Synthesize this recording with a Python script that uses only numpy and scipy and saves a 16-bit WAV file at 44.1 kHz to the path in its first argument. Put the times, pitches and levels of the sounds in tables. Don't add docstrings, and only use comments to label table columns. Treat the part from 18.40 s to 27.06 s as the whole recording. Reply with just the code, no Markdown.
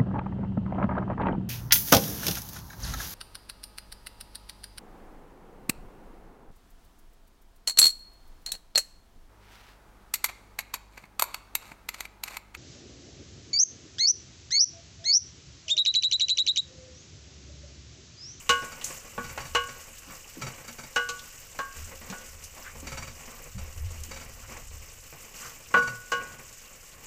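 import sys
import numpy as np
from scipy import signal
from scipy.fft import rfft, irfft, next_fast_len
from scipy.io import wavfile
from scipy.ndimage import uniform_filter1d

SR = 44100
rng = np.random.default_rng(int(sys.argv[2]) if len(sys.argv) > 2 else 0)


def generate_wav(sig):
    pcm = np.round(np.clip(np.atleast_2d(sig).T, -1, 1) * 32767).astype(np.int16)
    wavfile.write(sys.argv[1], SR, pcm)


N = 381906
TIME_S = np.arange(N) / SR
AGE_S = TIME_S[:SR]
FFT_SIZE = next_fast_len(N + SR // 4)
FREQ_HZ = np.maximum(np.fft.rfftfreq(FFT_SIZE, 1 / SR), 1)


def undb(db):
    return 10 ** (np.asarray(db) / 20)


def unit(x):
    return x / np.sqrt(np.mean(x ** 2))


def even(x, samples):
    return x / np.sqrt(uniform_filter1d(x ** 2, samples))


def add(out, start_s, sound):
    start = max(int(start_s * SR), 0)
    out[start:start + len(sound)] += sound[:N - start]


def curve(points):
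    times_s, db = np.transpose(points)
    return undb(np.interp(TIME_S, times_s, db))


def fade(rise_s, t60_s):
    return (1 - np.exp(-AGE_S / rise_s)) * np.exp(-np.log(1000) * AGE_S / t60_s)


def swells(table, db_column, rest_gain, rise=0.67, fall=1.06):
    power = rest_gain ** 2
    for row in table:
        peak_s, length_s = row[:2]
        lag = (TIME_S - peak_s) / length_s
        width = np.where(lag < 0, rise, fall)
        power = power + undb(row[db_column]) ** 2 * np.exp(-(lag / width) ** 2)
    return np.sqrt(power)


def colour(x, points):
    hz, db = np.transpose(points)
    response = undb(np.interp(np.log(FREQ_HZ), np.log(hz), db))
    return irfft(rfft(x, FFT_SIZE) * response, FFT_SIZE)[:N]


def resonate(x, peaks):
    response = sum(undb(db) / (1 + 1j * (FREQ_HZ ** 2 - hz ** 2) / (FREQ_HZ * width_hz))
                   for hz, width_hz, db in peaks)
    return irfft(rfft(x, FFT_SIZE) * response, FFT_SIZE)[:N]


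def echoes(x, wet_db, t60_s):
    tail = rng.standard_normal(SR) * fade(0.0014, t60_s)
    tail /= np.sqrt(np.sum(tail ** 2))
    return x + undb(wet_db) * signal.fftconvolve(x, tail)[:N]


def walk(rate_hz):
    hold = max(int(SR / rate_hz), 1)
    steps = np.repeat(rng.standard_normal(N // hold + 1), hold)
    return unit(uniform_filter1d(steps, hold)[:N])


def waver(hz, spread, rate_hz):
    pitch_hz = hz * (1 + spread * walk(rate_hz))
    return np.sqrt(2) * np.sin(2 * np.pi * np.cumsum(pitch_hz) / SR)


def clicks(per_s, spread_db):
    size = undb(spread_db * np.minimum(rng.exponential(size=N), 6))
    fires = rng.random(N) < per_s / SR
    return unit(fires * size * rng.choice([-1, 1], N))


def flurries(per_s, spread_db, t60_s):
    starts = np.pad(clicks(per_s, spread_db) ** 2, (SR - 1, 0), "wrap")
    power = np.abs(signal.oaconvolve(starts, fade(0.00099, t60_s) ** 2, "valid"))
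    return power / power.mean()


# frequency in Hz, relative level in dB.
RUMBLE_SPECTRUM = [(8, -5), (22, 7), (35, 2.5), (50, -8), (64, -5), (80, -8), (100, -6.5), (125, -14.5),
                   (180, -30), (400, -56), (2000, -78)]
# time in seconds, rumble level in dB.
HANDLING_LEVELS = [(0, -56.5), (1.2, -53.5), (2.3, -57.5), (3.1, -55), (3.45, -51), (4.0, -54),
                   (4.7, -51.5), (5.35, -47), (5.8, -51), (6.25, -47), (6.8, -56), (8.66, -57)]
# peak time in seconds, length in seconds, sway level in dB.
SPOON_SHOVES = [(.12, .05, -49), (.88, 0.12, -50.5), (1.14, .07, -48), (3.41, 0.042, -40.5),
                (3.6, .06, -54), (3.96, 0.081, -50.5), (4.49, 0.18, -47), (5.21, 0.058, -39.5),
                (5.43, 0.065, -34.5), (5.59, .04, -39), (5.72, 0.2, -50), (6.34, 0.07, -45.5)]

def rumble():
    noise = even(colour(rng.standard_normal(N), RUMBLE_SPECTRUM), samples=4000)
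    sway = swells(SPOON_SHOVES, db_column=2, rest_gain=undb(-66))
    shake = np.hypot(curve(HANDLING_LEVELS), undb(-3) * sway)
    return shake * noise + sway * waver(hz=76, spread=0.0698, rate_hz=37)


# frequency in Hz, gain in dB.
SIZZLE_SPECTRUM = [(1000, -6), (2000, -7), (2600, -3.5), (2900, -0.5), (3300, -10), (4000, -11),
                   (5200, -4.5), (6300, -1.5), (7300, 0), (8100, -2.5), (9000, -12.5), (10000, -14.5),
                   (12000, -9), (15500, -9.5)]
# time in seconds, level in dB.
SIMMER_LEVELS = [(0, -49.5), (1.3, -49.5), (1.9, -49.5), (5.2, -50.5), (7.9, -50), (8.4, -51.5)]
# peak time in seconds, length in seconds, relative drag level in dB, sizzle flare in dB.
SPOON_STROKES = [(.23, 0.14, -51, -53.5), (.5, 0.077, -52.5, -44), (.95, .15, -57.5, -52.5),
                 (1.33, 0.15, -61, -53), (1.73, 0.075, -57.5, -54), (2.1, 0.11, -49, -57),
                 (2.86, 0.11, -63.5, -50), (3.4, 0.056, -51.5, -45), (3.73, 0.15, -53, -50.5),
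                 (4.18, 0.055, -57.5, -52.5), (4.5, 0.12, -56, -64), (4.87, .14, -56.5, -52.5),
                 (5.22, 0.075, -55.5, -68), (5.64, .16, -58.5, -51.5), (6.13, 0.046, -50.5, -50),
                 (6.35, 0.023, -59, -53), (6.88, .1, -58, -54), (7.02, 0.066, -55.5, -43.5),
                 (7.38, 0.18, -63, -54.5), (7.82, 0.077, -48, -60), (8.2, 0.085, -65, -56),
                 (8.65, 0.07, -55, -59)]

def sizzle():
    broad = flurries(per_s=220, spread_db=2.5, t60_s=0.076)
    edges_hz = np.geomspace(1200, 17000, 9)
    frying = np.zeros(N)
    for band_hz in zip(edges_hz[:-1], edges_hz[1:]):
        power = broad + undb(5.5) * flurries(per_s=300, spread_db=3.0, t60_s=0.064)
        bubbles = clicks(per_s=16000, spread_db=1.2) * np.sqrt(power)
        bandpass = signal.butter(2, band_hz, "band", fs=SR, output="sos")
        frying += signal.sosfilt(bandpass, bubbles)
    steam = swells(SPOON_STROKES, db_column=3, rest_gain=curve(SIMMER_LEVELS))
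    return steam * even(colour(frying, SIZZLE_SPECTRUM), samples=11000)


# frequency in Hz, gain in dB.
PASTE_SPECTRUM = [(90, -5.5), (140, 7.5), (200, -3.5), (330, -1.5), (500, 1), (750, -2), (1100, -4.5),
                  (1600, -8), (2400, -1), (3400, -21), (6000, -18), (16000, -52)]
# frequency in Hz, width in Hz, gain in dB.
HOLLOW_MODES = [(230, 15.5, 7.5), (476, 17, -1), (533, 8.4, 7.5), (897, 45, -8), (1113, 83, 4.5),
                (1510, 44, -0.5), (1930, 91, -2.5), (2740, 28, 3)]

def drag():
    slips = clicks(per_s=7000, spread_db=1.0)
    slips *= np.sqrt(flurries(per_s=130, spread_db=3.0, t60_s=0.24))
    squelch = colour(slips, PASTE_SPECTRUM)
    stirring = swells(SPOON_STROKES, db_column=2, rest_gain=undb(-58.5))
    return undb(3.5) * stirring * unit(squelch + resonate(squelch, HOLLOW_MODES))


# frequency in Hz, relative level in dB, nominal t60 in seconds.
WALL_FAMILIES = [
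    [(479, 0, .27), (549, -14, .26)],
    [(1103, 0, .37)],
    [(1141, 0, .33)],
    [(1470.5, 0, .43)],
    [(1601, 0, .42), (1583, -12, .4), (1825, -19, .4)],
    [(2105, -12, .28), (2286, -13, .24), (2500, -16, .22), (2579, -16, .22), (2853, -3, .24),
     (2912, 0, .25), (3030, -9, .2), (3370, -17, .2), (3774, -18, .16), (4030, -13, .14), (5679, -18, .13)],
]
# frequency in Hz, relative level in dB.
THUD_SPECTRUM = [(60, -22), (140, -11), (195, -18.5), (245, -2.5), (330, -13), (500, -3.5), (650, -4.5),
                 (830, 0), (1200, -1.5), (1700, -3.5), (2500, -8), (4000, -24), (9000, -46)]
CRACK_SPECTRUM = [(300, -5), (1200, -29), (2500, 3.5), (3500, -2.5), (4100, 1.5), (5000, -2), (6200, 3),
                  (8000, -3.5), (9500, -21), (11500, -14.5), (16000, -24)]
# start in seconds, thud in dB, crack in dB, then ring in dB
# for the families at 480, 1100, 1140, 1470, 1600 Hz and above 2 kHz.
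WALL_KNOCKS = [(0.0923, -23.5, -19, -24, -17, -35, -20, -27, -19.5),
               (0.778, -31, -54, -36.5, -38, -35.5, -35, -47, -63),
               (0.976, -30.5, -39, -57, -43.5, -43, -56, -55, -48),
               (1.149, -23.5, -26.5, -25.5, -22, -28, -27, -30, -22.5),
               (2.560, -24.5, -29, -27.5, -39, -27.5, -20.5, -28.5, -27),
               (2.689, -41.5, -29.5, -38, -47, -33, -29.5, -52, -43),
               (3.189, -30, -37.5, -46, -29.5, -37, -43, -32.5, -46),
               (3.7, -48, -38, -45, -56, -64, -65, -50, -62),
               (3.725, -39, -65, -44, -56, -46, -40, -59, -65),
               (7.340, -19, -40, -33, -21, -19.5, -14, -32, -40),
               (7.366, -33, -47, -24.5, -25, -48, -26.5, -53, -44.5),
               (7.718, -29, -31, -29, -23.5, -46, -24.5, -30.5, -30.5)]

def knocks():
    ring, thud_gain, crack_gain = np.zeros((3, N))
    for start_s, thud_db, crack_db, *ring_db in WALL_KNOCKS:
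        for family, family_db in zip(WALL_FAMILIES, ring_db):
            for hz, db, t60_s in family:
                decay = fade(0.0035, 0.81 * t60_s) + 0.13 * fade(0.0034, 2.08 * t60_s)
                tone = np.sin(2 * np.pi * (hz * AGE_S + rng.random()))
                add(ring, start_s, undb(db + family_db) * decay * tone)
        add(thud_gain, start_s, undb(thud_db) * fade(rise_s=0.00044, t60_s=0.13))
        add(crack_gain, start_s, undb(crack_db) * fade(rise_s=0.000081, t60_s=0.11))
    thud = thud_gain * unit(colour(rng.standard_normal(N), THUD_SPECTRUM))
    crack = crack_gain * unit(colour(rng.standard_normal(N), CRACK_SPECTRUM))
    return ring + echoes(thud + crack, wet_db=-14.5, t60_s=0.5)


# start in seconds, level in dB, centre in Hz, t60 in seconds.
OIL_SPITS = [(.245, -39.5, 6560, 0.086), (.412, -37.5, 2820, 0.11), (0.442, -24, 6740, 0.048),
             (0.45, -34, 7050, 0.26), (2.793, -38, 3680, 0.051), (3.74, -46, 7000, 0.054),
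             (4.038, -36, 6400, 0.091), (4.401, -41, 7200, 0.047), (5.635, -29.5, 6360, 0.028),
             (6.965, -45, 6500, 0.063), (7.548, -46, 7500, 0.031), (8.066, -46, 7000, .04),
             (8.125, -46, 6680, .15)]

def spits():
    out = np.zeros(N)
    for start_s, db, hz, t60_s in OIL_SPITS:
        bubbles = clicks(per_s=16000, spread_db=1.5)
        fizz = unit(resonate(bubbles, [(hz, hz * 0.21, 0)]))
        add(out, start_s, undb(db) * fade(0.001, t60_s) * fizz[:SR])
    return echoes(out, wet_db=-11.5, t60_s=0.21)


# frequency in Hz, width in Hz, relative level in dB.
GRATE_MODES = [(128, 12.6, 12), (234, 11.6, 5.5), (542, 12.4, 9), (872, 14, 1), (1340, 140, -3.5),
               (1870, 45, -7), (2250, 110, 3.5), (2740, 55, -9), (3830, 34, -4), (4600, 43, -3),
               (5650, 41, 0.5), (5950, 88, -19), (7100, 140, -4), (8040, 57, -28)]
# frequency in Hz, relative level in dB.
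GRIT_SPECTRUM = [(60, -2), (130, 3), (330, -8), (550, -5), (1400, -3), (2500, -9.5), (3500, -16),
                 (5000, -16), (6200, -9.5), (8000, -15), (10000, -60), (16000, -31)]
# start in seconds, relative level in dB, number of rocks.
POT_ROCKS = [(0.316, -42, 1), (.84, -39, 2), (1.0, -38.5, 2), (1.284, -41, 1), (1.697, -46, 1),
             (2.014, -33.5, 2), (2.242, -47, 1), (2.278, -39.5, 1), (2.382, -39.5, 2), (4.467, -35, 2),
             (4.571, -35.5, 3), (5.179, -42.5, 1), (5.71, -38, 3), (7.043, -47, 1), (7.372, -36.5, 2),
             (7.472, -35, 1)]

def chatter(period_s=0.05, loss_per_rock_db=3):
    rocking = np.zeros(N)
    for start_s, db, count in POT_ROCKS:
        for k in range(round(count)):
            rock = undb(db - k * loss_per_rock_db) * fade(rise_s=0.0055, t60_s=0.11)
            add(rocking, start_s + k * period_s, rock)
    slips = rocking * clicks(per_s=5000, spread_db=1.0)
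    white = rng.standard_normal(N)
    ring = resonate(slips, GRATE_MODES) / np.std(resonate(white, GRATE_MODES))
    grit = colour(slips, GRIT_SPECTRUM) / np.std(colour(white, GRIT_SPECTRUM))
    squeak = undb(-6.5) * waver(hz=4640, spread=0.018, rate_hz=600)
    squeak += undb(-13) * waver(hz=5990, spread=0.02, rate_hz=500)
    return undb(3) * ring + rocking * squeak + undb(2) * echoes(grit, wet_db=-5.5, t60_s=0.23)


# start in seconds, pitch in Hz, relative level in dB, t60 in seconds.
SPOON_BUMPS = [(0.779, 240, -26.5, 0.097), (1.676, 274, -37, .06), (1.97, 257, -28, 0.052),
               (2.015, 137, -32, 0.16), (3.7, 250, -29, .06), (4.428, 302, -30.5, 0.049),
               (5.144, 105, -30.5, 0.16), (5.149, 200, -36, .09), (5.679, 247, -41, .08),
               (7.342, 246.6, -29, 0.16), (7.492, 124, -39.5, 0.26)]

def bumps():
    out = np.zeros(N)
    for start_s, hz, db, t60_s in SPOON_BUMPS:
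        blur = hz / 1400 * walk(rate_hz=hz)[:SR]
        phase = 2 * np.pi * np.cumsum(hz * (1 + blur)) / SR
        add(out, start_s, undb(db + 6.5) * fade(0.18 * t60_s, t60_s) * np.sin(phase))
    return echoes(out, wet_db=-3.5, t60_s=0.23)


# peak time in seconds, half length in seconds, level in dB, centre in Hz.
PASTE_SWISHES = [(1.707, 0.05, -53, 1110), (4.187, 0.021, -51.5, 790), (4.272, 0.029, -44.5, 1620),
                 (4.81, 0.017, -55.5, 915), (4.933, 0.098, -56.5, 990), (6.047, 0.018, -52, 1160),
                 (6.137, 0.044, -66, 1520), (7.046, .05, -48, 1360)]

def swishes():
    out = np.zeros(N)
    for peak_s, half_s, db, hz in PASTE_SWISHES:
        bandpass = signal.butter(2, [hz * 0.71, hz * 1.36], "band", fs=SR, output="sos")
        crackle = unit(signal.sosfilt(bandpass, clicks(per_s=2300, spread_db=1.0)))
        swell = np.exp(-((TIME_S - peak_s) / half_s) ** 2)
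        out += undb(db) * swell * crackle
    return echoes(out, wet_db=-4.0, t60_s=0.17)


def scene():
    return (knocks() + chatter() + bumps() + spits() + sizzle() + swishes() + drag() + rumble())[None]


def record(dry):
    cutoff_hz, ripple_db, stop_db = 15480, 0.2, 70
    lowpass = signal.ellip(12, ripple_db, stop_db, cutoff_hz, fs=SR, output="sos")
    return signal.sosfilt(lowpass, dry)


dry = scene()
out = record(dry)
generate_wav(out)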